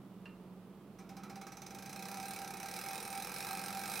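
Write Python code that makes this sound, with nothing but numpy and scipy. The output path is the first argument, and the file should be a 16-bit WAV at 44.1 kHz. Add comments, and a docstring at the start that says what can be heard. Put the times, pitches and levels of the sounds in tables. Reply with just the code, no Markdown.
"""A hand-cranked generator on a table ticks once as it is gripped, then is spun up from rest.
Its drive catches once a turn: single clacks merge into a rattle that grows louder and brighter
with speed as each clack gets shorter. The catches ring the metal parts, the housing and the base.
Behind it lies a small room with a ventilation hum."""
import sys
import numpy as np
from scipy import signal
from scipy.fft import rfft, irfft, next_fast_len
from scipy.io import wavfile
from scipy.ndimage import map_coordinates

SR = 44100
rng = np.random.default_rng(int(sys.argv[2]) if len(sys.argv) > 2 else 0)


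def dump_mix(stems):
    """Bounce the given channels to the path in sys.argv[1] as a 16-bit WAV at rate SR."""
    frames = np.atleast_2d(stems).T  # one column per channel
    limited = np.clip(frames, -1, 1)  # hard clip at full scale
    pcm = np.round(limited * 32767).astype(np.int16)
    wavfile.write(sys.argv[1], SR, pcm)


N = 176400

# the run-up (time [s], speed [turns/s])
DRIVE_SPEED = [(0.985, 7.2), (1.15, 14.219), (1.6, 20.714), (1.8, 26.814), (2.15, 35.4), (2.2, 34.81),
               (2.3, 38.67), (2.55, 31.024), (2.75, 39.528), (2.95, 43.618), (3.1, 38.419), (3.15, 41.81),
               (3.3, 42.395), (3.4, 47.854), (3.55, 48.156), (3.65, 43.842), (3.85, 47.214), (4.0, 56.418)]
def drive():
    """The crank spins up in uneven surges: gives the speed and the running count of turns."""
    speed = curve(DRIVE_SPEED)
    cranking = np.arange(N) / SR >= DRIVE_SPEED[0][0]
    return speed, np.cumsum(speed * cranking) / SR


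def contact(turns, rise_turns=0.015, decay_turns=0.14, scatter_db=0.78, rub_db=-25,
            chatters_per_turn=6, chatter_db=-10, chatter_s=0.0014):
    """Contact force: one catch a turn, random chatter of loose parts, light rubbing throughout."""
    phase, turn = turns % 1, turns.astype(int)
    strength = amp(scatter_db * rng.standard_normal(turn[-1] + 1))[turn]
    catch = (1 - np.exp(-phase / rise_turns)) * np.exp(-phase / decay_turns)
    hits = rng.random(N) < chatters_per_turn * np.gradient(turns)
    knocks = hits * amp(chatter_db) * rng.random(N)
    chatter = signal.lfilter([1], [1, -np.exp(-1 / (chatter_s * SR))], knocks)
    power = (strength * catch / catch.max()) ** 2 + chatter ** 2 + amp(rub_db) ** 2
    return np.sqrt(power) * (turns > 0)


def grit(force, response, level_db, wet_db):
    """One rattle layer: noise shaped by the contact force, filtered and sent into the room."""
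    noise = force * rng.standard_normal((2, N))
    return unit(room(filtered(noise, response), wet_db)) * amp(level_db)


# EQ of the clack's body and of its bright edge (frequency [Hz], gain [dB])
CLACK_EQ = [(300, -32), (500, -1), (950, 3), (1080, -17), (1800, -1), (2600, -2.5), (2800, -4),
            (3300, -4.5), (4000, 2.5), (4600, -3.5), (5300, 5), (6200, -5.5), (7200, -2), (10000, -13.5),
            (16000, -7)]
EDGE_EQ = [(3000, -44), (7000, -19), (8300, -2.5), (9600, -8), (10600, -0.5), (11700, 2), (13000, -1),
           (14200, -2.5), (16000, -5)]
def clacks(force, doublings):
    """The direct sound of the catch; its edge grows faster than its body as the speed doubles."""
    body = grit(force, colour(CLACK_EQ), -53.5 + 8.5 * doublings, wet_db=-2.5)
    edge = grit(force, colour(EDGE_EQ), -52.5 + 11.5 * doublings, wet_db=0)
    return body + edge


# metallic ring (frequency [Hz], width [Hz], gain [dB])
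METAL_MODES = [(481.7, 31, 2), (894, 30, -2), (1228, 85, -2.5), (1324, 49, 1), (1589, 54, 4.5),
               (2161, 120, -4.5), (2271, 37, 2), (2427, 64, 4), (2572, 113, 1.5), (3990, 123, -2),
               (5040, 210, -5.5), (5883, 29, -5)]
def metal(force, doublings):
    """The catches ring the metal parts, louder with speed."""
    return grit(force, resonances(METAL_MODES), -54.5 + 10.5 * doublings, wet_db=-3)


# hollow body (frequency [Hz], width [Hz], gain [dB])
HOUSING_MODES = [(364, 18, 0), (843, 72, -1), (1021, 86, -5), (1300, 137, -1.5), (2036, 100, -6),
                 (2297, 130, -4.5)]
# its fader ride (time [s], level [dB])
HOUSING_RIDE = [(1.0, -67), (1.1, -64.5), (1.25, -59), (1.42, -61), (1.6, -61), (1.85, -61.5), (2.2, -55),
                (2.6, -57.5), (3.3, -55.5), (3.6, -53), (4.0, -57)]
def housing(force):
    """The housing answers each catch with a hollow knock."""
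    return grit(force, resonances(HOUSING_MODES), curve(HOUSING_RIDE), wet_db=-2.5)


# bright overtones (frequency [Hz], width [Hz], gain [dB])
PING_MODES = [(5900, 330, -1), (6180, 88, 3), (6460, 70, -5)]
# their fader ride (time [s], level [dB])
PING_RIDE = [(1.0, -74.5), (1.44, -68.5), (1.52, -63), (1.63, -60.5), (1.75, -65.5), (2.1, -59.5),
             (2.4, -62), (4.0, -63)]
def ping(force):
    """The catches excite a bright ping that comes out during the run-up."""
    return grit(force, resonances(PING_MODES), curve(PING_RIDE), wet_db=-8)


# top-end shimmer (frequency [Hz], width [Hz], gain [dB])
PULLEY_MODES = [(8922, 34, -3), (11830, 83, -7)]
# its fader ride (time [s], level [dB])
PULLEY_RIDE = [(1.0, -82), (1.6, -72), (2.1, -63), (2.33, -53.5), (2.45, -66), (2.53, -59), (2.7, -59.5),
               (2.88, -53.5), (3.15, -54), (3.36, -56), (3.5, -52.5), (3.62, -54.5), (3.72, -60.5),
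               (4.0, -50.5)]
def pulley(force):
    """A thin, nearly dry ring, likely of the pulley."""
    return grit(force, resonances(PULLEY_MODES), curve(PULLEY_RIDE), wet_db=-14)


# resonances of the base and the table top (frequency [Hz], width [Hz], gain [dB])
BASE_MODES = [(781, 14.7, 12.5), (802.6, 20, -3), (830, 5.9, -3)]
TABLE_MODES = [(792, 77, 0)]
# the whirr's fader ride (time [s], level [dB])
BASE_RIDE = [(1.0, -72.5), (1.2, -59), (1.4, -56), (1.6, -58.5), (1.82, -59), (2.05, -54), (2.22, -49.5),
             (2.45, -52), (2.75, -53.5), (3.02, -51.5), (3.22, -49), (3.37, -57), (3.54, -47), (3.66, -53),
             (3.78, -48.5), (4.0, -51)]
def base(speed, turns, shake_s=0.011, roughness=0.78, lag_s=0.005):
    """Each catch knocks the base, whose ring runs together into a hollow whirr."""
    knocks = np.diff(np.ceil(turns), prepend=0) / np.sqrt(speed)
    t = np.arange(SR // 40) / SR
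    shake = signal.fftconvolve(knocks, np.exp(-t / shake_s))[:N] * rng.standard_normal(N)
    push = unit(knocks) + roughness * unit(shake)
    # the table top passes the knock on slowly, so the ring swells
    table = lambda hz: resonances(TABLE_MODES)(hz) * np.exp(-2j * np.pi * hz * lag_s)
    ring = filtered(push, lambda hz: resonances(BASE_MODES)(hz) * table(hz))
    return unit(ring) * amp(curve(BASE_RIDE))


# the tick's ring (frequency [Hz], gain [dB], t60 [s])
TICK_RING = [(920, -5, 0.06), (1130, -12, 0.098), (1930, -15, 0.067), (2520, -14, .07), (2760, 2, 0.049),
             (2750, -10, 0.26), (4210, -13, 0.052)]
# EQ of its crack (frequency [Hz], gain [dB])
CRACK_EQ = [(500, -8), (1100, 3.5), (2100, -2), (2750, 8), (3500, -15), (4400, -7.5), (6500, -27),
            (15000, -32)]
def tick(start_s=0.257, level_db=-51, crack_t60=0.074):
    """The crank takes up its slack with one light metallic tick."""
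    t = np.maximum(np.arange(N) / SR - start_s, 0)
    ring = sum(amp(db - 60 * t / t60) * np.sin(2 * np.pi * hz * t) for hz, db, t60 in TICK_RING)
    crack = unit(filtered(rng.standard_normal((2, N)), colour(CRACK_EQ))) * amp(-60 * t / crack_t60)
    mid_only = np.array([[1], [0]])
    return room(amp(level_db) * (ring * mid_only + crack) * (t > 0), wet_db=-6)


# reverb decay (frequency [Hz], t60 [s])
ROOM_DECAY = [(200, 0.74), (1500, 0.42), (5000, 0.18), (9000, 0.14), (15000, 0.082)]
def room(x, wet_db):
    """Adds the small room's tail, whose treble dies first."""
    hz, t, spectrum = signal.stft(rng.standard_normal((2, SR // 2)), SR, nperseg=256)
    decay = amp(-60 * t / along(ROOM_DECAY, hz)[:, None])
    tail = signal.istft(spectrum * decay, SR, nperseg=256)[1]
    tail = np.pad(tail / np.linalg.norm(tail[0]), ((0, 0), (SR // 250, 0)))  # 4 ms pre-delay
    return x + amp(wet_db) * signal.fftconvolve(x, tail, axes=1)[:, :N]


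# room tone EQ (frequency [Hz], gain [dB])
AIR_EQ = [(20, -38), (35, -14), (65, -16), (80, -19.5), (100, -3), (140, -1.5), (200, 1.5), (260, -2),
          (380, -1.5), (520, -8.5), (800, -12.5), (1250, -16), (1700, -24.5), (3000, -26.5), (6500, -36),
          (11000, -34), (16000, -33.5)]
# its stereo image (frequency [Hz], correlation [-1..1])
AIR_IMAGE = [(60, .97), (130, .997), (300, .997), (640, .98), (1400, .86), (3100, .45), (6800, .12),
             (15000, -.1)]
# hum lines (frequency [Hz], level [dB])
HUM_LINES = [(48.4, -76.5), (140, -69), (183, -59.5), (200, -60.5)]
def ventilation(air_db=-56.5, waver_db=2.5, drift_rad=0.67):
    """A steady bed of air with low, slightly unsteady hum lines that beat together."""
    t = np.arange(N) / SR
    air = unit(stereo(filtered(rng.standard_normal((2, N)), colour(AIR_EQ)), AIR_IMAGE))
    hum = 0
    for hz, db in HUM_LINES:
        gain = amp(db + waver_db * wobble(4.43))
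        hum += gain * np.sin(2 * np.pi * hz * t + drift_rad * wobble(4.99))
    return amp(air_db) * air + np.sqrt(2) * hum


def amp(db):
    """Decibels to gain."""
    return 10 ** (np.asarray(db) / 20)


def unit(x):
    """Scaled to rms 1."""
    return x / np.sqrt(np.mean(x ** 2) + 1e-20)


def along(points, hz):
    """Reads (frequency, value) points on a log axis."""
    knots, values = np.transpose(points)
    return np.interp(np.log(hz + 1), np.log(knots + 1), values)


def curve(rows):
    """(time, value) points as one value per sample."""
    return np.interp(np.arange(N) / SR, *np.transpose(rows))


def wobble(rate):
    """A smooth random curve, rate knots a second."""
    return map_coordinates(rng.standard_normal(int(N * rate / SR) + 4), [np.arange(N) * rate / SR])


def filtered(x, response):
    """x through a complex frequency response."""
    size = next_fast_len(N + SR // 2)
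    return irfft(rfft(x, size) * response(np.fft.rfftfreq(size, 1 / SR)), size)[..., :N]


def colour(points):
    """EQ curve through (frequency, gain) points."""
    return lambda hz: amp(along(points, hz))


def resonances(modes):
    """Parallel band-pass resonators of alternating polarity."""
    return lambda hz: sum((-1) ** k * amp(db) * 1j * hz * width / (peak**2 - hz**2 + 1j * hz * width)
                          for k, (peak, width, db) in enumerate(modes))


def stereo(pair, image):
    """Two unrelated signals as mid and side, mixed to the image's left-right correlation."""
    angle = lambda hz: np.arccos(np.clip(along(image, hz), -1, 1)) / 2
    mid, side = filtered(pair, lambda hz: np.array([np.cos(angle(hz)), np.sin(angle(hz))]))
    return np.array([mid + side, mid - side])


# the generator's stereo image (frequency [Hz], correlation [-1..1])
MACHINE_IMAGE = [(600, 1), (1400, 0.99), (3100, 0.96), (6800, 0.88), (9000, 0.47), (10000, -0.029),
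                 (12000, -0.7), (15000, -0.23)]
def scene(reference_turns_per_s=40, balance_db=-3.5):
    """The generator over the room tone; the whole mix leans a little to the right."""
    speed, turns = drive()
    force = contact(turns)
    doublings = np.log2(speed / reference_turns_per_s)
    rattle = clacks(force, doublings) + metal(force, doublings)
    rattle += housing(force) + ping(force) + pulley(force)
    machine = stereo(rattle + tick(), MACHINE_IMAGE) + base(speed, turns)
    return (machine + ventilation()) * amp([[balance_db / 2], [-balance_db / 2]])


def record(dry, top_hz=15900):
    """A brick-wall high cut on the mix."""
    return filtered(dry, lambda hz: hz < top_hz)


dry = scene()
out = record(dry)
dump_mix(out)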